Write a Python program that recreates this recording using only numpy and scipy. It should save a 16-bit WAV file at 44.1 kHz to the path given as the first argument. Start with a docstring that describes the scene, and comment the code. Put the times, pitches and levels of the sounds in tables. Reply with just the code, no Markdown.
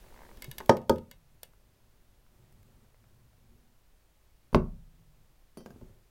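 """A workshop, close on a plank: a steel pry bar resting on a batten draws a long rusty nail.
The wood creaks and the claw ticks as the load rises; the nail gives in two loud jerks, then slides
almost silently. The bar thuds back onto the timber and the freed nail clinks on the boards.
A small camera's gain control ducks the hiss at the first loud jerk and is slow to let go."""
import sys
import numpy as np
from scipy import signal
from scipy.fft import rfft, irfft
from scipy.io import wavfile
from scipy.ndimage import uniform_filter1d

SR = 44100
rng = np.random.default_rng(int(sys.argv[2]) if len(sys.argv) > 2 else 0)


def unload_audio(sound):
    """Save the sound as a 16-bit wav file, at the path given as the first command line argument."""
    columns = np.transpose(np.atleast_2d(sound))
    # keep every value between -1 and 1, then stretch to whole-number steps
    steps = np.round(np.clip(columns, -1, 1) * 32767)
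    wavfile.write(sys.argv[1], SR, steps.astype(np.int16))


N = 269010
TIME = np.arange(N) / SR
RING_TIME = np.arange(SR) / SR

# Modes of plank and batten. Each row: pitch in Hz, t60 in seconds, level in dB when the nail jerks,
# level in dB when knocked from above.
TIMBER_MODES = [(29.7, 0.73, -58, -28.5), (54.1, 0.25, -44, -26), (82, 0.24, -25.5, -26.5),
                (106.33, 0.39, -35.5, -31), (142.1, 0.39, -34.5, -27), (160.65, 0.39, -31.5, -24.5),
                (177.74, .3, -41.5, -25.5), (201.4, 0.29, -28.5, -24.5), (235.8, .27, -20.5, -19),
                (274.3, 0.17, -24.5, -23), (330.2, 0.16, -18.5, -22), (369.2, 0.15, -22.5, -16),
                (416.5, .09, -10.5, -13.5), (451, 0.17, -21.5, -24), (509.8, 0.23, -22.5, -33.5),
                (551.3, 0.1, -11.5, -17.5), (569, 0.2, -26, -37.5), (582, .07, -30.5, -17.5),
                (642.82, .18, -32.5, -33), (857.24, 0.11, -24.5, -26.5), (915, 0.064, -14.5, -27.5),
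                (992.4, 0.061, -23.5, -30.5), (1071.6, 0.12, -43.5, -27), (1249, 0.13, -26, -37.5),
                (1484.4, 0.066, -34, -29.5), (1632, .08, -35, -36)]
# Tone of straining wood. Each row: frequency in Hz, level in dB.
STRAIN_EQ = [(30, -27), (150, -8), (400, -3.5), (650, -0.5), (950, 1), (1300, -7), (2100, -7), (2400, -17),
             (5000, -28.5), (15000, -39.5)]


def undb(db):
    """Decibels to gain."""
    return 10 ** (np.asarray(db) / 20)


def unit(x):
    """Scale to rms 1."""
    return x / np.sqrt(np.mean(x ** 2))


def add(out, start, x):
    """Mix x into out from start seconds on."""
    i = max(int(start * SR), 0)
    out[i:i + len(x)] += x[:len(out) - i]


def colour(x, points, tilt_db=0, size=8192):
    """Minimum-phase EQ through (Hz, dB) points, tilted in dB per octave about 2 kHz."""
    hz, db = np.transpose(points)
    f = np.maximum(np.arange(size // 2 + 1) * SR / size, 1)
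    octaves = np.log2(np.maximum(f, 100) / 2000)
    curve_db = np.interp(np.log(f), np.log(hz), db) + tilt_db * octaves
    cepstrum = irfft(np.log(undb(curve_db)))
    cepstrum[1:size // 2] *= 2
    cepstrum[size // 2 + 1:] = 0
    return signal.fftconvolve(x, irfft(np.exp(rfft(cepstrum))))[:len(x)]


def fade(t60):
    """Exponential decay, 60 dB down after t60 seconds."""
    return np.exp(-np.log(1000) * RING_TIME / t60)


def ring(hz, t60, db):
    """Damped modes ring out; neighbours start in opposite directions."""
    return sum((-1) ** k * undb(level) * fade(decay) * np.sin(2 * np.pi * f * RING_TIME)
               for k, (f, decay, level) in enumerate(zip(hz, t60, db)))


def snap(t60, grit):
    """A sharp click with a gritty tail of micro-slips; energy 1."""
    slips = rng.standard_normal(SR) * fade(t60)
    x = grit * slips / np.linalg.norm(slips)
    x[0] += 1
    return x / np.linalg.norm(x)


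def room_tone():
    """A steady bed of low rumble and hiss."""
    # Each row: frequency in Hz, level in dB.
    air_eq = [(10, 1.5), (30, 1), (52, -1.5), (75, -11), (130, -15), (250, -22.5), (600, -24),
              (1300, -29.5), (3000, -33), (8000, -37.5), (16000, -36.5)]
    return undb(-62) * unit(colour(rng.standard_normal(N), air_eq))


def reflections(x):
    """The workshop answers with a dense tail in half-octave bands; the bass lingers longest."""
    # Each row: frequency in Hz, level in dB against the direct sound, t60 in seconds.
    reverb_bands = [(39.76, -10, .8), (100.15, -12.5, 0.91), (148, -20.5, 1.5), (220.5, -9.5, 0.25),
                    (702, -11, 0.29), (1507, -12.5, 0.22), (3000, -14.5, 0.13), (6000, -12, 0.13),
                    (9000, -15.5, 0.21), (14981, -16, 0.19)]
    hz, db, t60 = np.transpose(reverb_bands)
    edges = 22 * 2 ** np.arange(0, 10, .5)
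    noise, tail = rfft(rng.standard_normal(SR)), np.zeros(SR)
    f = np.arange(len(noise))
    onset = 1 - np.exp(-RING_TIME / .0014)
    for lo, hi in zip(edges, edges[1:]):
        band_db, band_t60 = (np.interp(np.log(lo * hi) / 2, np.log(hz), c) for c in (db, t60))
        band = irfft(noise * (f >= lo) * (f < hi)) * fade(band_t60) * onset
        tail += undb(band_db) * np.sqrt(2 * (hi - lo) / SR) * band / np.linalg.norm(band)
    return signal.fftconvolve(x, tail)[:N]


def swell(length, attack_s=.079, release_t60=.6):
    """A stroke fades in, then dies away once its length is up."""
    t = TIME[TIME < length + release_t60]
    release = np.exp(-np.log(1000) * np.maximum(t - length, 0) / release_t60)
    return np.minimum(t / attack_s, 1) * release


def rubbing(grain_db=3.5):
    """Bar and nail rub on the wood: grainy friction rumbles and stirs the modes above the bass."""
    # Each row: start and length in seconds, rumble and ring levels in dB, ring tilt in dB per octave.
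    strokes = [(0, 0.271, -84.5, -74, -0.5), (.27, 0.41, -77, -71.5, -4), (1.251, 0.924, -71.5, -79.5, -6),
               (2.282, 0.567, -62, -74, -6), (2.95, 0.496, -66.5, -78, -10), (3.475, 0.046, -67, -61, -18),
               (4.849, 0.383, -69, -85, -9.5), (5.631, 0.254, -59, -65, -4)]
    # Each row: frequency in Hz, level in dB.
    rumble_eq = [(30, -16), (70, -9), (105, 1), (150, -8), (300, -25.5), (1000, -30.5), (4000, -43)]
    hz, t60, _, db = np.transpose(TIMBER_MODES)
    stirred, octaves = hz > 190, np.log2(hz / hz[0])
    grains = rng.standard_normal((2, N)) * undb(grain_db * rng.standard_normal((2, N)))
    out, rumble = np.zeros(N), unit(colour(grains[1], rumble_eq))
    for start, length, rumble_db, ring_db, tilt in strokes:
        force, first = swell(length), int(start * SR)
        span = slice(first, first + len(force))
        count = len(rumble[span])
        modes = ring(hz[stirred], t60[stirred], (db + tilt * octaves)[stirred])
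        wood = unit(signal.fftconvolve(grains[0, span], modes)[:count])
        add(out, start, force[:count] * (undb(rumble_db) * rumble[span] + undb(ring_db) * wood))
    return out


def batten_bump():
    """The batten beds down under the load with one soft bump."""
    out = np.zeros(N)
    add(out, start=.482, x=ring(hz=[135], t60=[.12], db=[-44]))
    return out


def creak(start=.042, end=.28, peak_s=.208, width_s=.07, jitter_s=.0005):
    """Loaded wood sticks and slips; one push on the bar makes the pulses faster and louder."""
    push = np.exp(-((TIME - peak_s) / width_s) ** 2)
    slips_per_s = (46 + 25 * push) * (TIME > start) * (TIME < end)
    slip_db = -33.5 + 9.5 * push
    slip_count = np.ceil(np.cumsum(slips_per_s) / SR)
    out = np.zeros(N)
    for i in np.flatnonzero(np.diff(slip_count)):
        when = TIME[i] + jitter_s * rng.standard_normal()
        add(out, when, undb(slip_db[i]) * snap(t60=.03, grit=1.6))
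    return colour(out, STRAIN_EQ)


def fibres(count=6, draw_start=1.6, draw_s=1.7, faint_db=-41.5, scatter_db=3, faint_tilt=4):
    """Wood fibres let go round the nail: clear snaps, and faint ones scattered through the draw."""
    # Each row: start in seconds, level in dB, tilt in dB per octave.
    clear_snaps = [(0.2908, -26.5, -2), (0.3141, -27, -.5), (0.6039, -15, 2.5), (0.6092, -16.5, -1),
                   (1.535, -26, 1), (2.265, -31, -1), (2.525, -27.5, 8), (2.63, -28.5, 9),
                   (2.847, -33.5, 0.5), (2.945, -29, .5), (3.041, -26.5, 1), (3.331, -33, 0)]
    faint_snaps = [(draw_start + when * draw_s, faint_db + scatter_db * strength, faint_tilt)
                   for when, strength in rng.random((count, 2))]
    out = np.zeros(N)
    for start, db, tilt in clear_snaps + faint_snaps:
        add(out, start, undb(db) * colour(snap(t60=.014, grit=1.5), STRAIN_EQ, tilt))
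    return out


def claw_ticks(scatter_db=2.7):
    """The claw slips on the nail head: a bright snap and a steel ring that varies with each contact."""
    # Loaded bar and nail. Each row: pitch in Hz, t60 in seconds, level in dB.
    steel_modes = [(980, 0.18, -9), (1521, 0.056, -8), (1707.8, 0.038, 2.5), (1797, .07, -1),
                   (2091, 0.087, -5.5), (2196, 0.082, -4.5), (2682, 0.14, -8), (2917, 0.1, -2.5),
                   (3340, 0.089, -7.5), (3761, 0.12, -9), (4638, 0.09, -8), (4846, 0.052, -9.5),
                   (5120, .07, -12.5), (5730, .07, -16), (6530, 0.071, -15.5), (12090, 0.0058, 1),
                   (13400, .015, -2)]
    # Each row: start in seconds, snap level in dB, tilt in dB per octave, ring in dB against the snap.
    ticks = [(0.3721, -42, 0, -31), (0.4219, -22.5, -0.5, -35), (0.4437, -23.5, -1.5, -37),
             (.5138, -25, -0.5, -34), (.583, -20.5, .5, -38), (0.66, -37, 1.5, -48),
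             (0.6933, -10.5, -7, -40), (0.7693, -13.5, -4.5, -45), (0.8163, -26.5, -7.5, -42),
             (0.8963, -14.5, 1, -40.5), (0.959, -29.5, -1, -35), (0.9829, -23, -3.5, -42.5),
             (1.1126, -21.5, 0, -33.5), (1.432, -16.5, 1, -42), (4.554, -17.5, -2, -48)]
    # Each row: frequency in Hz, level in dB.
    snap_eq = [(40, -34.5), (200, -15.5), (500, 6), (1100, -2.5), (1800, -3.5), (3500, -1), (5500, -1.5),
               (6500, -6.5), (9000, -1), (10300, -4.5), (11400, 2.5), (15500, -4.5)]
    hz, t60, db = np.transpose(steel_modes)
    out = np.zeros(N)
    shifts_db = scatter_db * rng.standard_normal((len(ticks), len(hz)))
    for (start, snap_db, tilt, ring_db), shift_db in zip(ticks, shifts_db):
        add(out, start, ring(hz, t60, db + snap_db + ring_db + shift_db))
        add(out, start, undb(snap_db) * colour(snap(t60=.016, grit=5.2), snap_eq, tilt))
    return out


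def nail_drop(board_hz=400, slope_db=-4):
    """The freed nail clinks at each bounce and taps the boards, waking mostly their middle modes."""
    # Each row: pitch in Hz, t60 in seconds, level in dB landing on its end, then on its side.
    nail_modes = [(693, 0.22, -16.5, 3), (1604, 0.069, -28, 10), (1970, 0.43, -15.5, -25),
                  (3145, 0.34, -11, -20.5), (4250, 0.3, -13.5, -34), (4577, 0.23, -1.5, -26.5),
                  (4723, 0.26, -5, -29.5), (4940, 0.034, -17, 1), (5443, 0.29, -12, -24),
                  (6006, 0.3, -4, -25), (6820, 0.042, -12, -2), (9720, 0.11, 5.5, -17),
                  (10230, .3, -20.5, -20.5), (11830, 0.031, -15.5, -1), (14100, 0.074, -9, -7),
                  (14490, 0.065, 1.5, -12.5)]
    # Each row: start in seconds, end ring, side ring, timber and tap in dB, tap tilt in dB per octave.
    bounces = [(4.531, -63.5, -74, -42, -14.5, 0), (5.5724, -59, -76.5, -31, -13.5, 2),
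               (5.588, -67.5, -84.5, -51, -35.5, -2), (5.606, -77.5, -76.5, -36, -22.5, 0),
               (5.661, -91.5, -61, -36.5, -12, 1.5), (5.7054, -92, -65.5, -39.5, -19, 1),
               (5.761, -86, -82.5, -57.5, -31, -2)]
    # Each row: frequency in Hz, level in dB.
    tap_eq = [(30, -2), (170, 18), (420, 9.5), (800, 1), (1200, -4), (1850, -20.5), (2400, -14.5),
              (3500, -22), (6500, -27.5), (9000, -31), (15000, -36)]
    hz, t60, end_db, side_db = np.transpose(nail_modes)
    wood_hz, wood_t60, _, wood_db = np.transpose(TIMBER_MODES)
    octaves = np.abs(np.log2(wood_hz / board_hz))
    out, wood = np.zeros(N), ring(wood_hz, wood_t60, wood_db + slope_db * octaves)
    for start, end, side, timber_db, tap_db, tilt in bounces:
        tap = snap(t60=.02, grit=.57)
        skid = undb(-1.5) * snap(t60=.12, grit=3.1)
        add(out, start, ring(hz, t60, end_db + end) + ring(hz, t60, side_db + side))
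        add(out, start, undb(timber_db) * wood + undb(tap_db) * colour(tap + skid, tap_eq, tilt))
    return out


def timber_blows(blows, mode_db, contact_eq, t60, grit):
    """Each blow rings the boards under a short burst of contact noise."""
    hz, decay, _, _ = np.transpose(TIMBER_MODES)
    octaves = np.log2(hz / 400)
    out = np.zeros(N)
    for start, ring_db, contact_db, ring_tilt, contact_tilt in blows:
        add(out, start, ring(hz, decay, mode_db + ring_db + ring_tilt * octaves))
        add(out, start, undb(contact_db) * colour(snap(t60, grit), contact_eq, contact_tilt))
    return out


def timber_knocks():
    """Light knocks from above, and one heavy thud as the bar comes down."""
    # Each row: start in seconds, ring and contact levels in dB, their two tilts in dB per octave.
    knocks = [(.6035, -40, -20.5, 7, 1), (4.529, -30, -19.5, -7.5, -6.5), (4.5468, -3, 16.5, -2, -0.5),
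              (4.5487, -38.5, 7, 2, -2), (5.813, -35, -31, -4, 0.5)]
    # Each row: frequency in Hz, level in dB.
    thud_eq = [(25, -12), (60, -2.5), (150, 7.5), (450, 4), (700, 1), (1100, 4.5), (1550, -5.5), (1900, -9),
               (2800, -8), (3300, -14.5), (5200, -16), (7000, -36), (15000, -37.5)]
    _, _, _, knock_db = np.transpose(TIMBER_MODES)
    return timber_blows(knocks, knock_db, thud_eq, t60=.0096, grit=.64)


def nail_jerks():
    """The rusty nail breaks loose in two gritty cracks that set the plank ringing."""
    # Each row: start in seconds, ring and crack levels in dB, their two tilts in dB per octave.
    jerks = [(.695, -1, 8.5, 2.5, -3.5), (.8955, -3, -1, 0.5, -1)]
    # Each row: frequency in Hz, level in dB.
    crack_eq = [(25, -26.5), (90, 5.5), (400, 11.5), (850, 15.5), (1150, 3.5), (1450, 7), (2100, -2.5),
                (2800, -7), (3300, 6), (4000, -1.5), (5000, 6.5), (7000, -7.5), (11000, -8.5),
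                (15000, -9.5)]
    _, _, jerk_db, _ = np.transpose(TIMBER_MODES)
    return timber_blows(jerks, jerk_db, crack_eq, t60=.02, grit=2.5)


def scene():
    """The work at the plank and its reflections over the room tone, in mono."""
    hits = nail_jerks() + timber_knocks() + claw_ticks() + nail_drop()
    work = hits + rubbing() + creak() + fibres() + batten_bump()
    return (room_tone() + work + reflections(work))[None]


def record(dry, boost_db=9, threshold_db=-30, recovery_db_per_s=1, ceiling=.8, top_hz=16000):
    """Gain control lifts the quiet until a loud blow ducks it; then soft clipping and a high cut."""
    recovery_db = recovery_db_per_s * TIME
    level_db = 20 * np.log10(uniform_filter1d(np.abs(dry[0]), size=128) + 1e-9)
    held_db = np.maximum.accumulate(level_db + recovery_db) - recovery_db
    gain = undb(boost_db - np.clip(held_db - threshold_db, 0, boost_db))
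    limited = ceiling * np.tanh(dry * gain / ceiling)
    return signal.sosfilt(signal.ellip(8, .2, 70, top_hz, fs=SR, output="sos"), limited)


dry = scene()
out = record(dry)
unload_audio(out)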